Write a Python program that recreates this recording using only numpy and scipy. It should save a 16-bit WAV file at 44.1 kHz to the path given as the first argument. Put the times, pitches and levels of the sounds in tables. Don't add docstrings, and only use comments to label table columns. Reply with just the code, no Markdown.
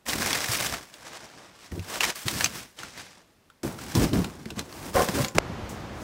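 import sys
import numpy as np
from scipy import signal
from scipy.fft import rfft, irfft
from scipy.io import wavfile
from scipy.ndimage import uniform_filter1d

SR = 44100
rng = np.random.default_rng(int(sys.argv[2]) if len(sys.argv) > 2 else 0)


def master(y):
    cut = np.clip(np.atleast_2d(y).T, -1, 1)
    pcm = np.round(cut * 32767)
    wavfile.write(sys.argv[1], SR, pcm.astype(np.int16))


N = 266097

# (start [s], rise [s], hold [s], letting go [dB/s], crinkle level [dB],
# sheen re crinkle [dB], hollow body re crinkle [dB], box boom level [dB])
HAND_STROKES = [(0.055, 0.034, 0.12, 150, -34.5, -3.5, -4, -37),
                (0.192, 0.037, 0.16, 92, -31.5, -8.5, -5, -40.5),
                (0.418, .12, .03, 300, -29.5, -4.5, -8, -44),
                (0.558, 0.046, 0.066, 150, -32.5, -5, -4.5, -37),
                (0.696, 0.028, 0.017, 195, -35, -9, -2, -35.5),
                (0.84, 0.23, 0.087, 40, -47.5, -23, -2, -56), (1.285, 0.059, .03, 51, -53.5, -23, 1, -59),
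                (1.537, 0.071, 0.053, 206, -50.5, -17, -6, -60.5),
                (1.712, 0.0073, 0.07, 300, -52.5, -3, 2.5, -36.5),
                (1.784, 0.14, 0.055, 498, -38, -6.5, -3, -45),
                (1.998, 0.0086, .09, 449, -32, -11, -6, -45.5),
                (2.142, .015, 0.073, 200, -43, -2.5, -10.5, -58),
                (2.237, 0.032, .18, 212, -35, -4, -8.5, -37.5),
                (2.474, 0.079, 0.037, 199, -39.5, -5.5, -8, -42),
                (2.764, 0.031, .055, 150, -42.5, -19, -7, -53),
                (2.88, .1, 0.042, 98, -45, -21, -8.5, -55.5), (3.15, 0.028, 0.018, 250, -60.5, -23, 3, -62),
                (3.631, 0.0045, .028, 90, -44.5, -1, 4.5, -31), (3.775, .02, .15, 200, -44.5, -8, -4, -42),
                (3.94, 0.014, 0.09, 174, -35.5, -4, 0, -22), (4.115, .02, 0.043, 86, -40.5, -3.5, 3.5, -25),
                (4.374, 0.031, 0.13, 100, -56.5, -9, -0.5, -44),
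                (4.549, 0.019, 0.027, 150, -45.5, -9, 0.5, -38), (4.6, 0.22, .08, 200, -46.5, -3, 1.5, -39),
                (4.922, 0.027, 0.061, 85, -33.5, -2, 1, -40),
                (5.076, 0.093, 0.055, 218, -34, -3.5, -5, -29.5),
                (5.345, 0.01, .04, 303, -39, -8, 4.5, -29.5)]
# (time [s], share [0-1])
CRACKLE_SHARE = [(.75, .7), (.9, .55), (1.9, .5), (2.0, .45), (3.6, .5)]
# (frequency [Hz], relative density [dB/Hz])
PAPER_SPECTRUM = [(180, -20.5), (300, 13), (399, 2.5), (513, 5.5), (1250, 2.5), (2790, -1), (6340, -4.5),
                  (11800, -16), (16500, -15)]
# (frequency [Hz], relative density [dB/Hz])
BOOM_SPECTRUM = [(25, -19), (55, 0), (226, 1.5), (321, -0.5), (430, -8), (700, -20.5), (910, -30),
                 (1540, -120)]
# (time [s], peak level [dB], patch pitch [Hz])
CREASE_SNAPS = [(0.0642, -25, 2050), (0.095, -17.5, 3950), (0.1324, -14, 1830), (0.2209, -15, 1620),
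                (0.3064, -15.5, 1420), (0.3298, -9.5, 1970), (0.3566, -16, 1980), (0.3746, -18, 3400),
                (0.443, -14.5, 1940), (0.5515, -15, 2460), (0.6013, -17, 1780), (0.6246, -17, 2240),
                (0.6629, -18.5, 3300), (0.7383, -17.5, 1310), (0.94, -30.5, 3070), (1.1323, -31, 1930),
                (1.7176, -31.5, 1670), (1.794, -29, 2260), (1.9564, -20, 1410), (2.0067, -9, 2660),
                (2.0328, -10.5, 2200), (2.0398, -10.5, 2080), (2.05, -14, 2290), (2.282, -10, 4440),
                (2.4076, -10.5, 1750), (2.4428, -6, 6400), (2.459, -10, 2180), (2.789, -27, 3100),
                (2.8329, -24.5, 1380), (2.976, -29, 1910), (2.9948, -28.5, 1570), (3.5003, -39.5, 1460),
                (3.632, -27, 1360), (3.7883, -29, 1360), (3.9513, -14, 5530), (4.0454, -22, 1300),
                (4.132, -21.5, 1390), (4.1574, -22, 1530), (4.2447, -22, 1340), (4.456, -30, 1930),
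                (4.504, -23.5, 3570), (4.592, -16.5, 4100), (4.7258, -29, 1700), (5.0864, -14.5, 1770),
                (5.246, -14.5, 4450), (5.2832, -21, 7120), (5.3496, -26.5, 1640)]
# (time [s], fundamental level before decay [dB], pitch [Hz])
BOX_BUMPS = [(0.15, -23, 214), (.2, -23, 200), (0.491, -25, 113.9), (1.725, -25.5, 97), (1.789, -25, 94),
             (2.254, -27, 113), (3.634, -18.5, 326.5), (3.649, -17.5, 323), (3.954, -15.5, 233),
             (3.974, -15, 114), (4.019, -11, 282), (4.034, -11, 181), (4.134, -17, 261), (4.16, -18, 175),
             (4.2, -19, 175), (4.46, -23, 211), (4.572, -27, 232), (5.09, -16.5, 193), (5.198, -17, 135),
             (5.496, -22, 198)]
# (start [s], rise [s], hold [s], level [dB])
DRAG_JERKS = [(4.943, 0.011, 0.057, -20), (5.073, 0.005, 0.0089, -29.5), (5.159, 0.028, 0.0088, -27.5),
              (5.22, .025, .008, -35)]
# (frequency [Hz], width [Hz], relative level [dB])
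PANEL_MODES = [(303, 26, -11), (560, 64, 2), (755, 77, -2.5), (1032, 45, -1), (1410, 200, -16)]
# (frequency [Hz], relative density [dB/Hz])
INDOOR_SPECTRUM = [(18, -24), (30, -1), (65, 1), (196, 1.5), (4290, -16.5), (15200, -25.5), (16500, -37)]
# (frequency [Hz], relative density [dB/Hz])
TRAFFIC_SPECTRUM = [(15, -42), (25, -13), (78, -0.5), (979, -15), (6380, -34), (9580, -44.5), (14800, -49),
                    (16500, -63)]
# (time [s], level [dB])
RUB_LEVEL = [(5.692, -42), (5.76, -58), (5.9, -73), (6.03, -50)]

STROKE_RISE_DB = 19
SHEEN_FALL_RATIO, BOOM_FALL_RATIO = 1.3, 1.11
DRAG_FALL_DB_PER_S = 401
SETTLE_DB, SETTLE_DB_PER_S = -20.5, 38.5
KNOCK_S, JUMP_S, KNOCK_DB = 5.383, 5.3872, -8.5
INDOOR_DB, TRAFFIC_DB = -63, -36.5
BAND_LIMIT_HZ = 15800


def paper_and_box():
    crinkle_power = sheen_power = body_power = boom_power = 0
    for start_s, rise_s, hold_s, fall, crinkle_db, sheen_db, body_db, boom_db in HAND_STROKES:
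        crinkle_power += stroke(start_s, rise_s, hold_s, fall, crinkle_db)
        sheen_power += stroke(start_s, rise_s, hold_s, SHEEN_FALL_RATIO * fall, crinkle_db + sheen_db)
        body_power += stroke(start_s, rise_s, hold_s, fall, crinkle_db + body_db)
        boom_power += stroke(start_s, rise_s, hold_s, BOOM_FALL_RATIO * fall, boom_db)
    creases = small_creases()
    crinkle = loudness(crinkle_power) * coloured(creases, PAPER_SPECTRUM, 1550.0, 10200.0)
    sheen = loudness(sheen_power) * coloured(creases, PAPER_SPECTRUM, 10300.0)
    body = loudness(body_power) * coloured(creases, PAPER_SPECTRUM, 384.0, 1120.0)
    boom = coloured(rng.standard_normal(N), BOOM_SPECTRUM) * gain_of(2.74 * drift(35.))
    return crinkle + sheen + body + loudness(boom_power) * evened(boom)


def small_creases(rate_per_s=650., spread_db=4.2, clump_db=2.5):
    size = gain_of(spread_db * np.minimum(rng.exponential(1, N), 3.0))
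    size = size * (rng.random(N) < rate_per_s / SR)
    kind = rng.integers(0, 16, N)
    crackle = np.zeros(N)
    for k in range(16):
        patch_hz = 1470.0 * 2 ** rng.uniform(0, 3)
        t60_s = rng.uniform(0.006, 0.04)
        grain = crease(patch_hz, t60_s, rng.standard_normal(1024), ring_db=4.)
        crackle += signal.oaconvolve(size * (kind == k), grain)[:N]
    share = np.clip(np.interp(np.arange(N) / SR, *np.transpose(CRACKLE_SHARE)), 0, 1)
    clumps = gain_of(clump_db * share * drift(39.0))
    sliding = rng.standard_normal(N)
    return clumps * (np.sqrt(share) * evened(crackle) + np.sqrt(1 - share) * sliding)


def crease(patch_hz, t60_s, noise, ring_db=9., skirt_db_per_octave=2.5, lump_db=3.):
    t = np.arange(len(noise)) / SR
    hz = np.fft.rfftfreq(len(noise), 1 / SR)
    lumps = evened(uniform_filter1d(np.sign(noise[:len(hz)]), len(hz) // 24))
    octaves = np.log2(np.clip(hz, 500, 14000) / patch_hz)
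    colour_db = ring_db * np.exp(-(octaves / 0.15) ** 2)
    colour_db = colour_db + skirt_db_per_octave * np.minimum(octaves, 0) + lump_db * lumps
    tinted = irfft(rfft(noise) * gain_of(colour_db), len(noise))
    return evened(tinted) * gain_of(-60 * t / np.clip(t60_s, .004, .2)) * np.minimum(t / 0.0006, 1)


def stroke(start_s, rise_s, hold_s, fall_db_per_s, db):
    t = np.arange(0, N, 16) / SR - start_s
    swell_db = STROKE_RISE_DB * (np.clip(t / max(rise_s, .002), 0, 1) - 1)
    after_s = np.maximum(t - rise_s - hold_s, 0)
    fade_db = np.maximum(-fall_db_per_s * after_s, SETTLE_DB - SETTLE_DB_PER_S * after_s)
    return (t >= 0) * gain_of(db + swell_db + fade_db) ** 2


def loudness(power):
    return np.interp(np.arange(N), np.arange(0, N, 16), np.sqrt(power))


def snaps(t60_s=0.022):
    out = np.zeros(N)
    for time_s, peak_db, patch_hz in CREASE_SNAPS:
        noise = coloured(rng.standard_normal(4096), PAPER_SPECTRUM, 700.)
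        burst = crease(patch_hz, t60_s, noise)
        add(out, time_s, gain_of(peak_db) * burst / abs(burst).max())
    return out


def bumps(t60_cycles=13.):
    out, t = np.zeros(N), np.arange(6000) / SR
    for time_s, db, hz in BOX_BUMPS:
        wall = np.sin(2 * np.pi * hz * t) + 0.37 * np.sin(2 * np.pi * 1.706 * hz * t)
        decay = gain_of(db - 60 * t * hz / t60_cycles)
        add(out, time_s, decay * wall * np.minimum(t / 0.0026, 1))
    return out


def creak(slips_per_s=70.):
    turns = np.cumsum(slips_per_s * gain_of(.6 * drift(40.2))) / SR
    turns = turns - turns[round(DRAG_JERKS[0][0] * SR)] + 0.2987
    slips = np.diff(np.floor(turns), prepend=0).clip(0, 1)
    t = np.arange(3000) / SR
    scuff = signal.oaconvolve(slips, np.exp(-t / .003))[:N]
    drive = (.4 + scuff) * rng.standard_normal(N) + 5. * slips
    ring = np.zeros(len(t))
    for hz, width_hz, db in PANEL_MODES:
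        ring += gain_of(db) * width_hz * np.exp(-np.pi * width_hz * t) * np.sin(2 * np.pi * hz * t)
    drag_power = sum(stroke(start_s, rise_s, hold_s, DRAG_FALL_DB_PER_S, db)
                     for start_s, rise_s, hold_s, db in DRAG_JERKS)
    return loudness(drag_power) * evened(signal.oaconvolve(drive, ring)[:N])


def knock():
    out, t = np.zeros(N), np.arange(600) / SR
    push_hz = 230.0 + 2180.0 * np.exp(-t / 0.00136)
    push = np.sin(2 * np.pi * np.cumsum(push_hz) / SR)
    rattle = coloured(rng.standard_normal(len(t)), PAPER_SPECTRUM, 2100., 8600.0) * np.exp(-t / 0.0053)
    add(out, KNOCK_S, gain_of(KNOCK_DB) * (push + 0.66 * rattle) * np.minimum(t / 0.00025, 1))
    return out


def room(x, t60_s=0.08, wet_db=-14):
    t = np.arange(SR // 3) / SR
    dull_noise = signal.lfilter([1], [1, -.5], rng.standard_normal(len(t)))
    tail = dull_noise * gain_of(-60 * t / t60_s) * (t > .003)
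    return x + gain_of(wet_db) * signal.fftconvolve(x, tail / np.linalg.norm(tail))[:N]


def indoor_background():
    return gain_of(INDOOR_DB) * coloured(rng.standard_normal(N), INDOOR_SPECTRUM)


def car_park():
    traffic = coloured(rng.standard_normal(N), TRAFFIC_SPECTRUM) * gain_of(TRAFFIC_DB + 0.7 * drift(9.5))
    rub = level(RUB_LEVEL) * coloured(rng.standard_normal(N), PAPER_SPECTRUM, 6300.0)
    return traffic + rub


def gain_of(db):
    return 10 ** (np.asarray(db) / 20)


def evened(x):
    return x / np.sqrt(np.mean(x ** 2) + 1e-20)


def read(points, hz):
    table_hz, value = np.transpose(points)
    return np.interp(np.log(hz + 1), np.log(table_hz + 1), value)


def coloured(x, points, lo_hz=0., hi_hz=1e5):
    hz = np.fft.rfftfreq(len(x), 1 / SR) + 1e-3
    edges = 1 / np.sqrt((1 + (lo_hz / hz) ** 8) * (1 + (hz / hi_hz) ** 8))
    return evened(irfft(rfft(x) * gain_of(read(points, hz)) * edges, len(x)))


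def drift(rate_per_s):
    size = max(round(SR / rate_per_s), 2)
    return evened(uniform_filter1d(uniform_filter1d(rng.standard_normal(N), size), size))


def level(table):
    time_s, db = np.transpose(table)
    return gain_of(np.interp(np.arange(N) / SR, time_s, db, -150, -150))


def add(mix, time_s, sound):
    part = mix[round(time_s * SR):][:len(sound)]
    part += sound[:len(part)]


def scene():
    hits = snaps() + bumps()
    indoors = paper_and_box() + room(hits) + creak() + knock() + indoor_background()
    outdoors = hits + car_park()
    return np.where(np.arange(N) / SR < JUMP_S, indoors, outdoors)[None]


def record(dry):
    lean = signal.sosfilt(signal.butter(2, 30., "high", fs=SR, output="sos"), dry)
    rounded = lean / (1 + (abs(lean) / .68) ** 4) ** (1 / 4)
    low_pass = signal.firwin(511, BAND_LIMIT_HZ, window=("kaiser", 9), fs=SR)
    return signal.oaconvolve(rounded, low_pass[None], "same")


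dry = scene()
out = record(dry)
master(out)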